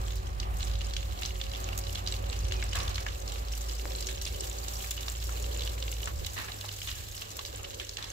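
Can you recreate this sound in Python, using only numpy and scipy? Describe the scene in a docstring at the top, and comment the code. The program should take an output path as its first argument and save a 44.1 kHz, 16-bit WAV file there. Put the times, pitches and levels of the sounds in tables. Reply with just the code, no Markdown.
"""A garden hose pours a loose stream onto wet soil and seedlings, a few metres from two microphone ports outdoors.
Short ringing noise bursts make the drops and the lumps that slap the mud; hiss makes the spray on the leaves.
Now and then the stream gushes into a puddle: rough froth from noise, bubbles from brief rising tones.
A distant engine, built from wavering tones, drones with a faint whine and drops away after six seconds.
Filtered noise gives a low, swelling murmur of open air; a faint whistle and one light knock pass by."""
import sys
import numpy as np
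from scipy import signal
from scipy.fft import rfft, irfft, next_fast_len
from scipy.io import wavfile
from scipy.ndimage import uniform_filter1d

SR = 44100
rng = np.random.default_rng(int(sys.argv[2]) if len(sys.argv) > 2 else 0)


def master_out(mix):
    """Clip the mix to full scale and print it as 16-bit PCM to the path in sys.argv[1]."""
    frames = np.transpose(np.atleast_2d(mix))
    ceiling = np.clip(frames, -1, 1)
    pcm = np.round(ceiling * 32767).astype(np.int16)
    wavfile.write(sys.argv[1], SR, pcm)


N = 358136
T = np.arange(N) / SR

# Levels in the tables are relative: later gains and filters shift them.
# the stream as it lands, moving from bare mud towards the seedlings:
# t/s, patter level on mud/dB, spray level on leaves/dB
STREAM = [(0, -52, -54), (0.2, -45.5, -58), (0.32, -54.5, -69), (0.53, -64, -59), (0.6, -45, -53.5),
          (0.8, -45.5, -60), (1.15, -49, -55), (1.9, -46, -53.5), (2.22, -49, -56.5), (2.75, -41.5, -56),
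          (3.2, -46.5, -52.5), (3.85, -45.5, -50.5), (4.6, -44.5, -47.5), (5.1, -45, -48),
          (5.6, -43, -47.5), (5.85, -47.5, -50.5), (6.9, -45.5, -49), (8.12, -45, -55.5)]
# tone colour of the small drops on mud: f/Hz, level/dB
PATTER_COLOUR = [(500, -1), (1000, -12), (1600, 5), (2300, -1), (3000, 2.5), (4200, 4.5), (6000, 1.5),
                 (7500, 2.5), (8600, -20), (15000, -28)]
# tone colour of the fine spray: f/Hz, level/dB
SPRAY_COLOUR = [(1500, -5.5), (3500, 10), (6000, 5), (7600, 15.5), (8600, 1.5), (10000, -0.5), (11700, 9),
                (13500, 8), (15500, 5)]
# tone colour of drops cracking on leaves: f/Hz, level/dB
LEAF_COLOUR = [(1500, -6), (4000, -1), (7500, 8.5), (9000, -2.5), (12000, 4), (15500, 1)]
# narrow bands that all splashes on this ground favour: f/Hz, level/dB
GROUND_COLOUR = [(950, -2), (1130, 3), (1400, -5), (1750, 2.5), (1950, -2), (2200, 0), (2500, 2),
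                 (3020, 1.5), (3280, 0.5), (3600, -1.5), (3900, 0.5), (4250, -1.5), (4600, -0.5)]
# distant engine, speeding up a little, then throttled back: t/s, firing rate f/Hz, level of the firing tone/dB
ENGINE = [(0, 53.3, -30), (0.3, 54.2, -36), (0.45, 52.83, -32.5), (1.2, 53.74, -35), (1.8, 52.55, -36),
          (2.5, 53.06, -32.5), (3.1, 52.86, -37.5), (3.7, 53.6, -32), (4.1, 54.85, -37), (5, 56.6, -37),
          (5.35, 56.15, -32), (5.85, 56.33, -33), (6.7, 48.26, -55), (7.6, 43.9, -57), (8.12, 45.7, -48)]
# weaker engine tones: multiple of the firing rate (no unit), level relative to the firing tone/dB
ENGINE_LINES = [(0.83, -21), (1.47, -20), (2.02, -21)]
# a second, higher drone: t/s, f/Hz, level/dB
DRONE = [(0, 95, -42), (1.3, 93.1, -48), (2.03, 92.4, -38.5), (3.1, 92.3, -43), (3.5, 94, -64),
         (4.2, 95, -50), (5.4, 97.1, -49), (6.25, 99, -48.5), (6.7, 99.7, -41.5), (7.15, 101, -51),
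         (8.12, 101, -49.5)]
# machine whine: t/s, relative speed (no unit), level/dB, level of its low hum/dB
WHINE = [(0, 1.008, -57.5, -62), (0.7, 0.997, -57, -59), (1.2, 0.992, -56, -59), (2.2, 0.992, -57, -59),
         (2.6, 0.995, -56.5, -70), (3.4, 1, -58, -70), (4.2, 1.012, -56, -70), (5, 1.028, -60, -82),
         (5.8, 1.03, -74, -78), (8.12, 1, -76, -87)]
# partial tones of the whine: f/Hz at speed 1, level/dB, pitch flutter/Hz
WHINE_LINES = [(377, -1.5, 1.7), (554, -1, 6), (745, -2, 3.1), (1136, -19, 6.4)]
# far machinery under the whine: t/s, level/dB
MACHINERY = [(0, -46.5), (1.5, -48.5), (2.8, -46), (3.6, -50), (5.6, -48), (6.6, -52), (8.12, -54.5)]
# its tone colour: f/Hz, level/dB
MACHINERY_COLOUR = [(120, 3), (200, 0), (280, 0.5), (500, -2.5), (750, 4), (920, -2.5), (1150, 3.5),
                    (1450, -5.5), (2500, -12.5), (6000, -29)]
# deep outdoor rumble: t/s, level/dB
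RUMBLE = [(0, -40.5), (0.55, -43), (1, -44.5), (1.4, -46), (1.8, -42.5), (2.8, -41.5), (3.6, -49),
          (4.35, -41.5), (4.85, -54), (5.7, -47.5), (6.65, -52), (7, -49), (8.12, -54)]
# its tone colour: f/Hz, level/dB
RUMBLE_COLOUR = [(15, -16), (28, -5), (42, 2.5), (62, 10), (85, 4.5), (110, -0.5), (130, -11.5), (155, -9),
                 (185, -15.5), (230, -34.5), (400, -51.5)]
# swells of the wide murmur: t/s at the crest, level/dB, half-length/s
MURMUR_SWELLS = [(2.62, -53.5, 0.56), (4.01, -52, 0.16), (4.434, -52.5, 0.18), (5.59, -49.5, 0.24),
                 (6.12, -53, 0.16), (7.7, -58, 0.4)]
# tone colour of the murmur: f/Hz, level/dB
MURMUR_COLOUR = [(120, -15), (220, -14), (320, -1.5), (450, 1.5), (570, 5), (720, -20.5), (1000, -7.5),
                 (1500, -26.5), (4000, -47.5)]
# the biggest lumps of water hitting mud: t/s, level/dB, f/Hz
SLAPS = [(0.0808, -34, 3200), (0.106, -33, 3600), (0.121, -39, 3640), (0.3993, -23.5, 4650),
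         (0.4296, -30.5, 2700), (0.598, -40, 3800), (0.618, -34, 4100), (0.6777, -36, 3280),
         (0.713, -33, 4230), (0.735, -35, 3020), (0.754, -31.5, 3840), (0.814, -27, 2920),
         (0.9078, -34, 4000), (0.936, -27, 4230), (0.9647, -21, 3300), (1.005, -39, 2900),
         (1.028, -31, 2840), (1.122, -35.5, 3275), (1.1744, -39, 3330), (1.188, -34, 4000),
         (1.22, -25, 2700), (1.232, -23.5, 3840), (1.251, -24.5, 4030), (1.2584, -22.5, 5800),
         (1.4003, -34, 2853), (1.413, -23.5, 3550), (1.465, -34, 2950), (1.515, -30.5, 3980),
         (1.535, -30, 3160), (1.558, -30, 3240), (1.6415, -24, 6800), (1.729, -32.5, 2800),
         (1.8372, -30.5, 4690), (1.8677, -31, 3900), (1.954, -24.5, 3280), (1.981, -34, 3300),
         (1.992, -36, 3590), (2.063, -28, 3835), (2.073, -20, 4730), (2.083, -26, 4600), (2.1, -35, 6000),
         (2.1225, -24.5, 3920), (2.139, -29, 3670), (2.1638, -31, 4050), (2.2979, -28, 3830),
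         (2.328, -26, 2800), (2.4507, -32.5, 3570), (2.5209, -20.5, 2980), (2.6253, -24.5, 1970),
         (2.732, -28, 2970), (2.753, -35, 3470), (2.766, -33, 3440), (2.8785, -25, 3470),
         (2.9438, -27.5, 5360), (2.9563, -25.5, 4170), (2.9797, -23.5, 1970), (3.0638, -20.5, 1670),
         (3.277, -26.5, 5380), (3.3196, -33, 2987), (3.3573, -31, 2720), (3.484, -33, 5310),
         (3.535, -30, 2830), (3.695, -28, 4610), (4.0057, -29, 4515), (4.0246, -26, 4660),
         (4.069, -19.5, 6600), (4.2139, -24, 5610), (4.252, -24.5, 4900), (4.273, -29, 3400),
         (4.345, -35, 3026), (4.407, -21.5, 7400), (4.513, -32, 3600), (4.6826, -23, 7320),
         (4.804, -32, 3060), (4.843, -30, 1830), (4.9076, -25, 7000), (4.9119, -25, 3530),
         (4.977, -27.5, 2930), (4.995, -35, 2790), (5.0802, -34.5, 1223), (5.0814, -24, 3650),
         (5.151, -34, 3080), (5.225, -30, 3934), (5.2917, -29.5, 1483), (5.5628, -32, 3030),
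         (5.5928, -28.5, 3950), (5.607, -27.5, 3960), (5.635, -30, 4470), (5.6674, -33, 2980),
         (5.7781, -34, 2080), (5.8245, -25.5, 3600), (5.8792, -28.5, 3060), (5.967, -35, 2920),
         (6.0036, -32.5, 3100), (6.03, -27.5, 2954), (6.057, -24, 7270), (6.0736, -23.5, 1266),
         (6.1885, -34, 7600), (6.2462, -25.5, 3670), (6.2657, -24.5, 3860), (6.5177, -28.5, 3850),
         (6.6104, -28, 3780), (6.689, -29, 3030), (6.651, -31, 3830), (6.7144, -31, 4110),
         (6.8165, -27.5, 3070), (6.889, -28, 3070), (6.914, -26, 3840), (7.177, -29, 4430),
         (7.219, -25.5, 3030), (7.314, -29, 6500), (7.391, -25, 3400), (7.4593, -31.5, 6340),
         (7.6478, -31, 3000), (7.7979, -24.5, 3074), (7.892, -25, 5430), (7.9693, -24, 3500),
         (8.041, -28, 3400)]
# tone colour of the slaps: f/Hz, level/dB
SLAP_COLOUR = [(700, 2), (1500, -1.5), (2500, -5), (2900, -2), (3220, -2.5), (3500, 0), (3720, -3.5),
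               (3950, 0), (4500, -2), (7600, -2.5), (8800, -12.5), (15000, -3)]
# drops that crack on a near leaf: t/s, peak level/dB
LEAF_HITS = [(0.156, -28.5), (0.569, -31.5), (1.601, -31.5), (1.7768, -18), (1.788, -21), (1.928, -26),
             (2.754, -26), (3.577, -26.5), (4.069, -30), (4.22, -25), (4.469, -27), (4.909, -18.5),
             (5.916, -21), (6.263, -23), (7.368, -25.5)]
# the stream plunging into puddles, the shallow ones higher in pitch:
# t/s, level/dB, pitch relative to the usual puddle (no unit), time to fall 60 dB/s
GUSHES = [(1.222, -46, 2.2, 0.12), (2.124, -49, 1.3, 0.19), (2.749, -35, 0.98, .45),
          (2.766, -39, 1.38, 0.56), (3.063, -45, 1.1, 0.06), (4.085, -39.5, 2, 0.35),
          (4.263, -36.5, 2.4, 0.11), (6.073, -39, 1.18, 0.084), (6.361, -37, 1.05, 0.5),
          (6.376, -37.5, 1.03, 0.45), (6.398, -40, 1.47, 0.45), (6.483, -40.5, 0.94, 0.1),
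          (6.639, -42.5, 0.553, 0.14), (6.872, -41, 1.63, 0.41), (6.963, -48, 1.96, 0.61),
          (7.388, -42, 0.88, 0.072), (7.591, -47.5, 0.74, 0.44), (7.803, -43, 2, 0.28),
          (7.981, -42.5, 1.04, 0.64)]
# tone colour of the usual puddle: f/Hz, level/dB
PUDDLE_COLOUR = [(80, -3), (160, 2), (300, -4.5), (550, -7.5), (800, 2), (1150, 1.5), (1450, -0.5),
                 (1820, 6.5), (2300, -12), (3800, 0), (5000, -11), (9000, -18)]
# a faint falling whistle, like a far bird: t/s, f/Hz, level/dB
WHISTLE = [(2.52, 2590, -66), (2.54, 2570, -57.5), (2.59, 2460, -53), (2.62, 2380, -60), (2.64, 2346, -80)]
# a light knock close by on the left: t/s, peak level/dB
KNOCKS = [(3.8552, -18)]
# tone colour of the knock: f/Hz, level/dB
KNOCK_COLOUR = [(100, 17), (220, 5), (400, 14), (700, 11), (1200, 8), (2200, 8), (3000, -9), (4200, 3),
                (8000, -16), (15000, -32)]
# distant sound at the two ports: f/Hz, phase by which the right leads/rad, level of the unshared part/dB
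FAR_PORTS = [(60, 0.13, -6), (140, 0.41, -13), (215, 0.43, -13), (294, 1.14, -9), (413, 1.72, -5),
             (550, 2.45, -12.5), (780, 2.75, -3), (1120, 3.13, -5.5), (1640, 4, -3.5), (2530, 4.64, 4.5)]
# right microphone port relative to the left: f/Hz, level/dB
RIGHT_PORT = [(60, 1), (200, 1.5), (400, 6), (700, 3), (1300, 1.5), (1800, 2.5), (2400, 1.5), (3000, 5),
              (3450, 3.5), (4000, 6.5), (5200, 0.5), (6800, -1), (8100, -2), (9300, 1), (11500, 3.5),
              (15000, -2)]

# how far the unsteady hose sways the stream's level
SLOP_DB = 0.7
# time for a fat drop to fade by 60 dB
DROP_T60_S = 0.026
# smaller lumps fall at random, as strong as the stream is on the mud
LUMPS_PER_S, LUMP_ABOVE_PATTER_DB, LUMP_SPREAD_DB = 7.7, 13, -6.5
LUMP_HZ, LUMP_OCTAVES = 3300, 0.314
# the first contact of a lump is a pressure snap of about one cycle, heard best on the left
SNAP_DB, SNAP_RIGHT_DB, SNAP_CYCLES, SNAP_LAG_S = 1.5, -10, 0.55, 0.0009
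# every slap in the table throws up droplets that fall back as extra patter, every leaf hit as extra spray
SHOWER_RISE_S, SHOWER_T60_S = 0.003, 0.045
MUD_SHOWER_DB, LEAF_SHOWER_DB = -19, -37  # relative to the hit
# part of the splashes' sound reaches the right port as a late copy of the left: lag and amplitude share
WATER_LAG_S, WATER_SHARE = 0.00142, 0.4
# low hum under the whine, at speed 1
HUM_HZ, HUM_FLUTTER_DB, HUM_FLUTTER_HZ = 188, 1.8, 7
# murmur level between the swells, before its gain
MURMUR_REST_DB = -60
# the treble is cut above this
TOP_HZ = 15600


def undb(db):
    """Turn decibels into a gain."""
    return 10 ** (np.asarray(db) / 20)


def unit(x):
    """Scale to an rms (average strength) of 1."""
    return x / np.sqrt(np.mean(x ** 2))


def curves(table):
    """The columns of a table, joined by straight lines in time."""
    s, *columns = np.transpose(table)
    return [np.interp(T, s, column) for column in columns]


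def colour(x, points):
    """Filter through (f/Hz, level/dB) points, with no sound ahead of its cause (minimum phase)."""
    size = next_fast_len(x.shape[-1] + 4096, real=True) // 2 * 2
    size = 2 * next_fast_len(size // 2, real=True)
    hz, db = np.transpose(points)
    f = np.maximum(np.arange(size // 2 + 1) * SR / size, 1)
    gain = undb(np.interp(np.log(f), np.log(hz), db))
    # folding the cepstrum (the spectrum of the log gain) forward makes the filter causal
    cepstrum = irfft(np.log(gain))
    cepstrum[1:size // 2] *= 2
    cepstrum[size // 2 + 1:] = 0
    response = np.exp(rfft(cepstrum))
    return irfft(rfft(x, size) * response)[..., :x.shape[-1]]


def resonate(x, hz, q):
    """One resonance, gain 1 at its centre; a larger q rings longer."""
    hz = min(hz, SR / 3)
    b, a = signal.iirpeak(hz, max(q, 1.8 * hz / SR), fs=SR)
    return signal.lfilter(b, a, x)


def walk(rate):
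    """Wandering random values: a new one every 1 / rate s, smoothed twice, with rms 1."""
    k = max(int(SR / rate), 1)
    steps = np.repeat(rng.standard_normal(N // k + 1), k)
    smooth = uniform_filter1d(uniform_filter1d(steps, k), k)
    return unit(smooth[:N])


def fade(t, t60):
    """Exponential decay that falls by 60 dB in t60 seconds."""
    return np.exp(-np.log(1000) * t / t60)


def add(out, s, x):
    """Mix a sound in at time s."""
    i = int(np.clip(s * SR, 0, N - 1))
    out[:, i:i + x.shape[1]] += x[:, :N - i]


def tone(hz):
    """A sine of rms 1 that follows a pitch curve."""
    return np.sqrt(2) * np.sin(2 * np.pi * np.cumsum(hz) / SR)


def from_afar(x):
    """Turn the right port's phase against the left, by an angle that grows with pitch."""
    hz, lead, _ = np.transpose(FAR_PORTS)
    size = next_fast_len(N, real=True)
    turn = np.interp(np.arange(size // 2 + 1) * SR / size, hz, lead)
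    right = irfft(rfft(x[1], size) * np.exp(1j * turn), size)[:N]
    return np.array([x[0], right])


def stereo_noise(points):
    """Coloured distant noise: one part shared by both ports, and a part of its own at each."""
    noise = colour(rng.standard_normal((3, N)), points)
    own = colour(noise[1:], [(hz, db) for hz, _, db in FAR_PORTS])
    return unit(from_afar(noise[0] + own))


def from_ground(x):
    """The splashes take on the ground's colour and come partly late to the right port."""
    left, right = colour(x, GROUND_COLOUR)
    late = np.pad(left, (int(WATER_LAG_S * SR), 0))[:N]
    return np.array([left, np.sqrt(1 - WATER_SHARE ** 2) * right + WATER_SHARE * late])


def spurts(rate=110, spread_db=3.2, t60=0.024, rest_db=-5):
    """The stream arrives as a string of blobs: each starts at once and is spent in a few milliseconds."""
    t, count = np.arange(4096) / SR, int(rate * N / SR)
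    when, size = rng.random((count, 2)).T
    size = undb(spread_db * np.minimum(-np.log(1 - size), 3))
    starts = np.bincount((when * N).astype(int), size ** 2, N)
    power = signal.oaconvolve(starts, fade(t, t60) ** 2)[:N]
    return unit(np.sqrt(np.abs(power) / power.mean() + undb(rest_db) ** 2))


def impacts(rate, spread_db, bunching):
    """Clicks of very unequal size, in bunches; each reaches the two ports at its own lag."""
    draw = rng.random((int(rate * N / SR), 4))
    # clicks are likelier where the bunching curve is high
    chance = np.cumsum(bunching)
    at = np.searchsorted(chance, draw[:, 0] * chance[-1])
    sign = np.sign(draw[:, 2] - .5)
    size = undb(spread_db * np.minimum(-np.log(1 - draw[:, 1]), 4.5)) * sign
    lag = ((draw[:, 3] - .5) * 44).astype(int)  # samples: half a millisecond either way
    return np.array([np.bincount(i % N, size, N) for i in (at, at + lag)])


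def splat(t, t60, burst):
    """A click of first contact, then a fading noise burst as the drop breaks up."""
    return (t == 0) + burst * fade(t, t60) * rng.standard_normal((2, len(t)))


def patter(bunching, rate=110, spread_db=3, q=6, t60=0.032, burst=0.15, count=24):
    """Small drops of many sizes land on mud; each size has its own brief ring."""
    t, out = np.arange(1024) / SR, 0
    for hz in np.geomspace(1300, 8000, count):
        drop = resonate(splat(t, t60, burst), hz, q)
        clicks = impacts(rate, spread_db, bunching)  # rate is per drop size
        out = out + signal.oaconvolve(clicks, drop, axes=1)[:, :N]
    return unit(colour(out, PATTER_COLOUR))


def smack(hz, hold, t60, q, wet_db, bubble_db, rise=0.003):
    """A drop flattens, tears open and traps a tiny bubble; its energy is that of rms 1 for 5 ms."""
    t = np.arange(2048) / SR
    tear = np.minimum(fade(t - hold, t60), 1) * (1 - np.exp(-t / rise))
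    tear = tear + undb(wet_db) * fade(t, t60=0.65)  # faint wet tail
    noise = tear * rng.standard_normal((2, len(t)))
    crater = unit(resonate(resonate(noise, hz, q), hz, q=0.29))
    # the bubble rings some sixty cycles and rises in pitch as it nears the surface; the ports hear it out of step
    cycles = hz * t * (1 + 2 * t) + rng.random((2, 1))
    bubble = np.sin(2 * np.pi * cycles) * fade(t, 65 / hz)
    x = crater + undb(bubble_db) * unit(bubble)
    return x / np.sqrt(np.sum(x ** 2) / (SR / 100))


def drops(rate=70, centre_hz=4100, octaves=.55, spread_db=1.5, hold=0.00039, q=4, wet_db=-26):
    """Single fat drops stand out of the patter, each with its own pitch and length; some ring, some only smack."""
    out, count = np.zeros((2, N)), int(rate * N / SR)
    for (when, size, length, ring), pitch in zip(rng.random((count, 4)), rng.standard_normal(count)):
        hz = centre_hz * 2 ** (octaves * pitch)
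        db = spread_db * min(-np.log(1 - size), 3)
        bubble_db = -9 + 16 * ring
        if 1900 < hz < 7900:  # pitches outside this range are left out
            drop = smack(hz, 2 * hold * length, DROP_T60_S, q, wet_db, bubble_db)
            add(out, when * N / SR, undb(db) * drop)
    # soft mud swallows the low pitches and favours two narrow bands
    return colour(out, [(1500, -9.5), (2500, -10.5), (3000, -6), (3450, -10), (3950, -5.0), (4700, -1.5),
                        (7500, 3.5), (8800, 3.5)])


def spray(bunching, rate=30, flicker_db=1):
    """Countless tiny droplets rebound: a fine hiss that flickers."""
    hiss = colour(rng.standard_normal((2, N)), SPRAY_COLOUR)
    flicker = undb(flicker_db * walk(rate))
    return unit(hiss * np.sqrt(bunching) * flicker)


def leaf_ticks(rate=45, spread_db=3.5, t60=0.08, burst=0.26):
    """Drops that strike a leaf crack sharply and shatter into a short fizz."""
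    out, t, count = np.zeros((2, N)), np.arange(2048) / SR, int(rate * N / SR)
    for when, size, length in rng.random((count, 3)):
        db = spread_db * min(-np.log(1 - size), 3)
        add(out, when * N / SR, undb(db) * splat(t, t60 * (.5 + length), burst))
    return unit(colour(out, LEAF_COLOUR))


def engine(firing_db=-1.5, fading_db=-0.5):
    """From far off the engine's firing tone carries, with weaker, wavering tones around it."""
    hz, db = curves(ENGINE)
    lows = tone(hz) * undb(db + firing_db + fading_db * walk(rate=11))
    for multiple, line_db in ENGINE_LINES:
        level = undb(db + line_db + 2 * walk(rate=2.8))
        lows = lows + tone(multiple * hz + walk(rate=7)) * level
    return lows


def drone(drone_db=-3.0):
    """A second, higher drone: one tone that wavers in pitch and level."""
    hz, db = curves(DRONE)
    return tone(hz + walk(rate=11) / 2) * undb(db + drone_db + walk(rate=8))


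def whine(whine_db=0, waver=0.0021, flutter_db=3.5):
    """A low hum and higher partial tones rise and fall in pitch with one machine speed."""
    speed, level, hum_level = curves(WHINE)
    speed = speed * (1 + waver * walk(rate=14))
    hum_hz = HUM_HZ * speed + HUM_FLUTTER_HZ * walk(rate=40)
    hum = tone(hum_hz) * undb(hum_level + HUM_FLUTTER_DB * walk(rate=18))
    # each partial arrives by several paths, so it flutters on its own
    partials = 0
    for f, db, flutter_hz in WHINE_LINES:
        partial = tone(f * speed + flutter_hz * walk(rate=30))
        partials = partials + partial * undb(db + flutter_db * walk(rate=15))
    both = hum + partials * undb(level + whine_db)
    return from_afar([both, both])


def machinery(flutter_db=1.9):
    """Far machinery clatter, made of coloured noise with an unsteady level."""
    return stereo_noise(MACHINERY_COLOUR) * undb(curves(MACHINERY)[0] + flutter_db * walk(rate=13))


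def rumble(rumble_db=3, gust_db=2.5):
    """Deep outdoor rumble: low noise whose level wanders slowly."""
    level = undb(curves(RUMBLE)[0] + rumble_db + gust_db * walk(rate=4.8))
    return stereo_noise(RUMBLE_COLOUR) * level


def murmur(murmur_db=4, flutter_db=2.2):
    """A wide murmur of noise that swells and sinks."""
    power = undb(MURMUR_REST_DB) ** 2
    for s, db, half in MURMUR_SWELLS:
        power = power + (undb(db) * np.exp(-((T - s) / half) ** 2 / 2)) ** 2
    level = np.sqrt(power) * undb(murmur_db + flutter_db * walk(rate=12))
    return stereo_noise(MURMUR_COLOUR) * level


def small_lumps():
    """Random lesser slaps: rows of t/s, level/dB, f/Hz."""
    draw = rng.random((int(LUMPS_PER_S * N / SR), 3))
    at = (draw[:, 0] * N).astype(int)
    size, pitch = 2 * draw[:, 1:].T - 1
    db = curves(STREAM)[0][at] + LUMP_ABOVE_PATTER_DB + LUMP_SPREAD_DB * size
    return list(zip(at / SR, db, LUMP_HZ * 2 ** (LUMP_OCTAVES * pitch)))


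def snap(hz):
    """One sharp swing of pressure, as long as a cycle or so of the crater's pitch."""
    cycles = (np.arange(256) / SR - SNAP_LAG_S) * hz
    swing = np.exp(-(cycles / SNAP_CYCLES) ** 2) * np.cos(2 * np.pi * cycles)
    return swing * undb([[0], [SNAP_RIGHT_DB]])


def slaps(hold=0.00013, t60=0.011, q=2.5, wet_db=-28, bubble_db=-3, gain_db=-8.0,
          crack_db=-16, crack_hz=5900, flop_db=-6, flop_hz=2500, flop_s=0.001322):
    """Lumps of water smack the mud: a snap and a sharp crack, the crater's ring, then the rest flops down."""
    out, snaps = np.zeros((2, 2, N))
    for s, db, hz in SLAPS + small_lumps():
        add(snaps, s, undb(db + SNAP_DB) * snap(hz))
        body = smack(hz, hold, t60, q, wet_db, bubble_db, rise=0.0011)
        crack = smack(crack_hz, hold, t60, q=4.3, wet_db=-31.0, bubble_db=-42)
        hit = undb(gain_db) * body + undb(crack_db) * crack
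        add(out, s + SNAP_LAG_S / 2, undb(db) * hit)
        # the flop is broad, and lies between the crater's pitch and that of the soft mud
        flop = smack(np.sqrt(hz * flop_hz), hold, t60, q=1.35, wet_db=-18.5, bubble_db=-40)
        add(out, s + flop_s, undb(db + gain_db + flop_db) * flop)
    return colour(out, SLAP_COLOUR) + colour(snaps, [(7500, 0.5), (9000, -4)])


def showers(hits):
    """Level of the droplets that fall back after each hit: a quick rise, then a decay."""
    out, t = np.zeros((1, N)), np.arange(SR // 2) / SR
    shape = (1 - np.exp(-t / SHOWER_RISE_S)) * fade(t, SHOWER_T60_S)
    for s, db, *_ in hits:
        add(out, s, undb(db) * shape[None])
    return out[0]


def leaf_hits(t60=0.037, burst=0.49):
    """Drops crack on leaves close by: a click and a short burst of noise."""
    out, t = np.zeros((2, N)), np.arange(2048) / SR
    for s, db in LEAF_HITS:
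        x = colour(splat(t, t60, burst), LEAF_COLOUR)
        add(out, s, undb(db) * x / np.abs(x).max())
    return out


def gushes(rise=0.00038, grain_db=2.0, bubble_db=-3, bubble_hz=1600, count=24):
    """The stream churns a puddle: rough froth and a crowd of small bubbles that dies away."""
    out, t = np.zeros((2, N)), np.arange(SR // 2) / SR
    u = t[:1024]  # time within one bubble
    churn = undb(grain_db * walk(rate=250))
    for s, db, pitch, t60 in GUSHES:
        noise = rng.standard_normal((2, len(t))) * np.roll(churn, -int(s * SR))[:len(t)]
        froth = unit(colour(noise, [(hz * pitch, d) for hz, d in PUDDLE_COLOUR]))
        add(out, s, froth * undb(db) * (1 - np.exp(-t / rise)) * fade(t, t60))
        for when, size, left, right in rng.random((count, 4)):
            age = when * t60 / 2
            hz = bubble_hz * pitch * 2 ** (2 * size - 1)  # within an octave either way
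            cycles = hz * u * (1 + 5 * u) + np.array([[left], [right]])
            bubble = np.sin(2 * np.pi * cycles) * fade(u, 40 / hz)
            add(out, s + age, 2 * bubble * undb(db + bubble_db) * fade(age, t60))
    return out


def whistle(flutter_db=1.5, flutter_hz=15):
    """One thin, unsteady note that slides down."""
    hz, db = curves(WHISTLE)
    note = tone(hz + flutter_hz * walk(rate=240)) * undb(db + flutter_db * walk(rate=110))
    return note * (T > WHISTLE[0][0]) * (T < WHISTLE[-1][0])


def knocks(t60=0.013, burst=0.05, right_db=-8):
    """A dry, dull knock: a click and a brief noise burst, weaker on the right."""
    out, t = np.zeros((2, N)), np.arange(4096) / SR
    for s, db in KNOCKS:
        x = colour(splat(t, t60, burst), KNOCK_COLOUR)
        add(out, s, x / np.abs(x).max() * undb([[db], [db + right_db]]))
    return out


def scene(patter_db=-7.5, drops_db=1.0, spray_db=0.0, ticks_db=-1, bunch_db=2.0, wash_db=-9):
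    """Patter and spray share the stream's spurts, over the even wash of running water; then all else joins."""
    mud_db, leaf_db = curves(STREAM)
    slop_db = SLOP_DB * walk(rate=20)
    on_mud = np.hypot(undb(mud_db + slop_db), undb(MUD_SHOWER_DB) * showers(SLAPS))
    on_leaves = np.hypot(undb(leaf_db + slop_db), undb(LEAF_SHOWER_DB) * showers(LEAF_HITS))
    bunching, blobs = undb(bunch_db * walk(rate=90)), spurts()
    wash = unit(colour(rng.standard_normal((2, N)), PATTER_COLOUR))
    mud = patter(bunching) * blobs * undb(patter_db)
    mud = mud + drops() * undb(drops_db) + wash * undb(wash_db)
    leaves = spray(blobs) * undb(spray_db) + leaf_ticks() * undb(ticks_db)
    splashes = from_ground(mud * on_mud + slaps() + gushes())
    water = splashes + leaves * on_leaves + leaf_hits()
    distance = engine() + drone() + whine() + machinery() + rumble() + murmur()
    return water + distance + whistle() + knocks()


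def record(dry):
    """The two ports colour the sound differently, half of the contrast at each; the top is cut."""
    ports = [colour(x, [(hz, share * db) for hz, db in RIGHT_PORT]) for x, share in zip(dry, (-.5, .5))]
    low_pass = signal.ellip(10, .2, 80, TOP_HZ, fs=SR, output="sos")
    return signal.sosfilt(low_pass, np.array(ports))


dry = scene()
out = record(dry)
master_out(out)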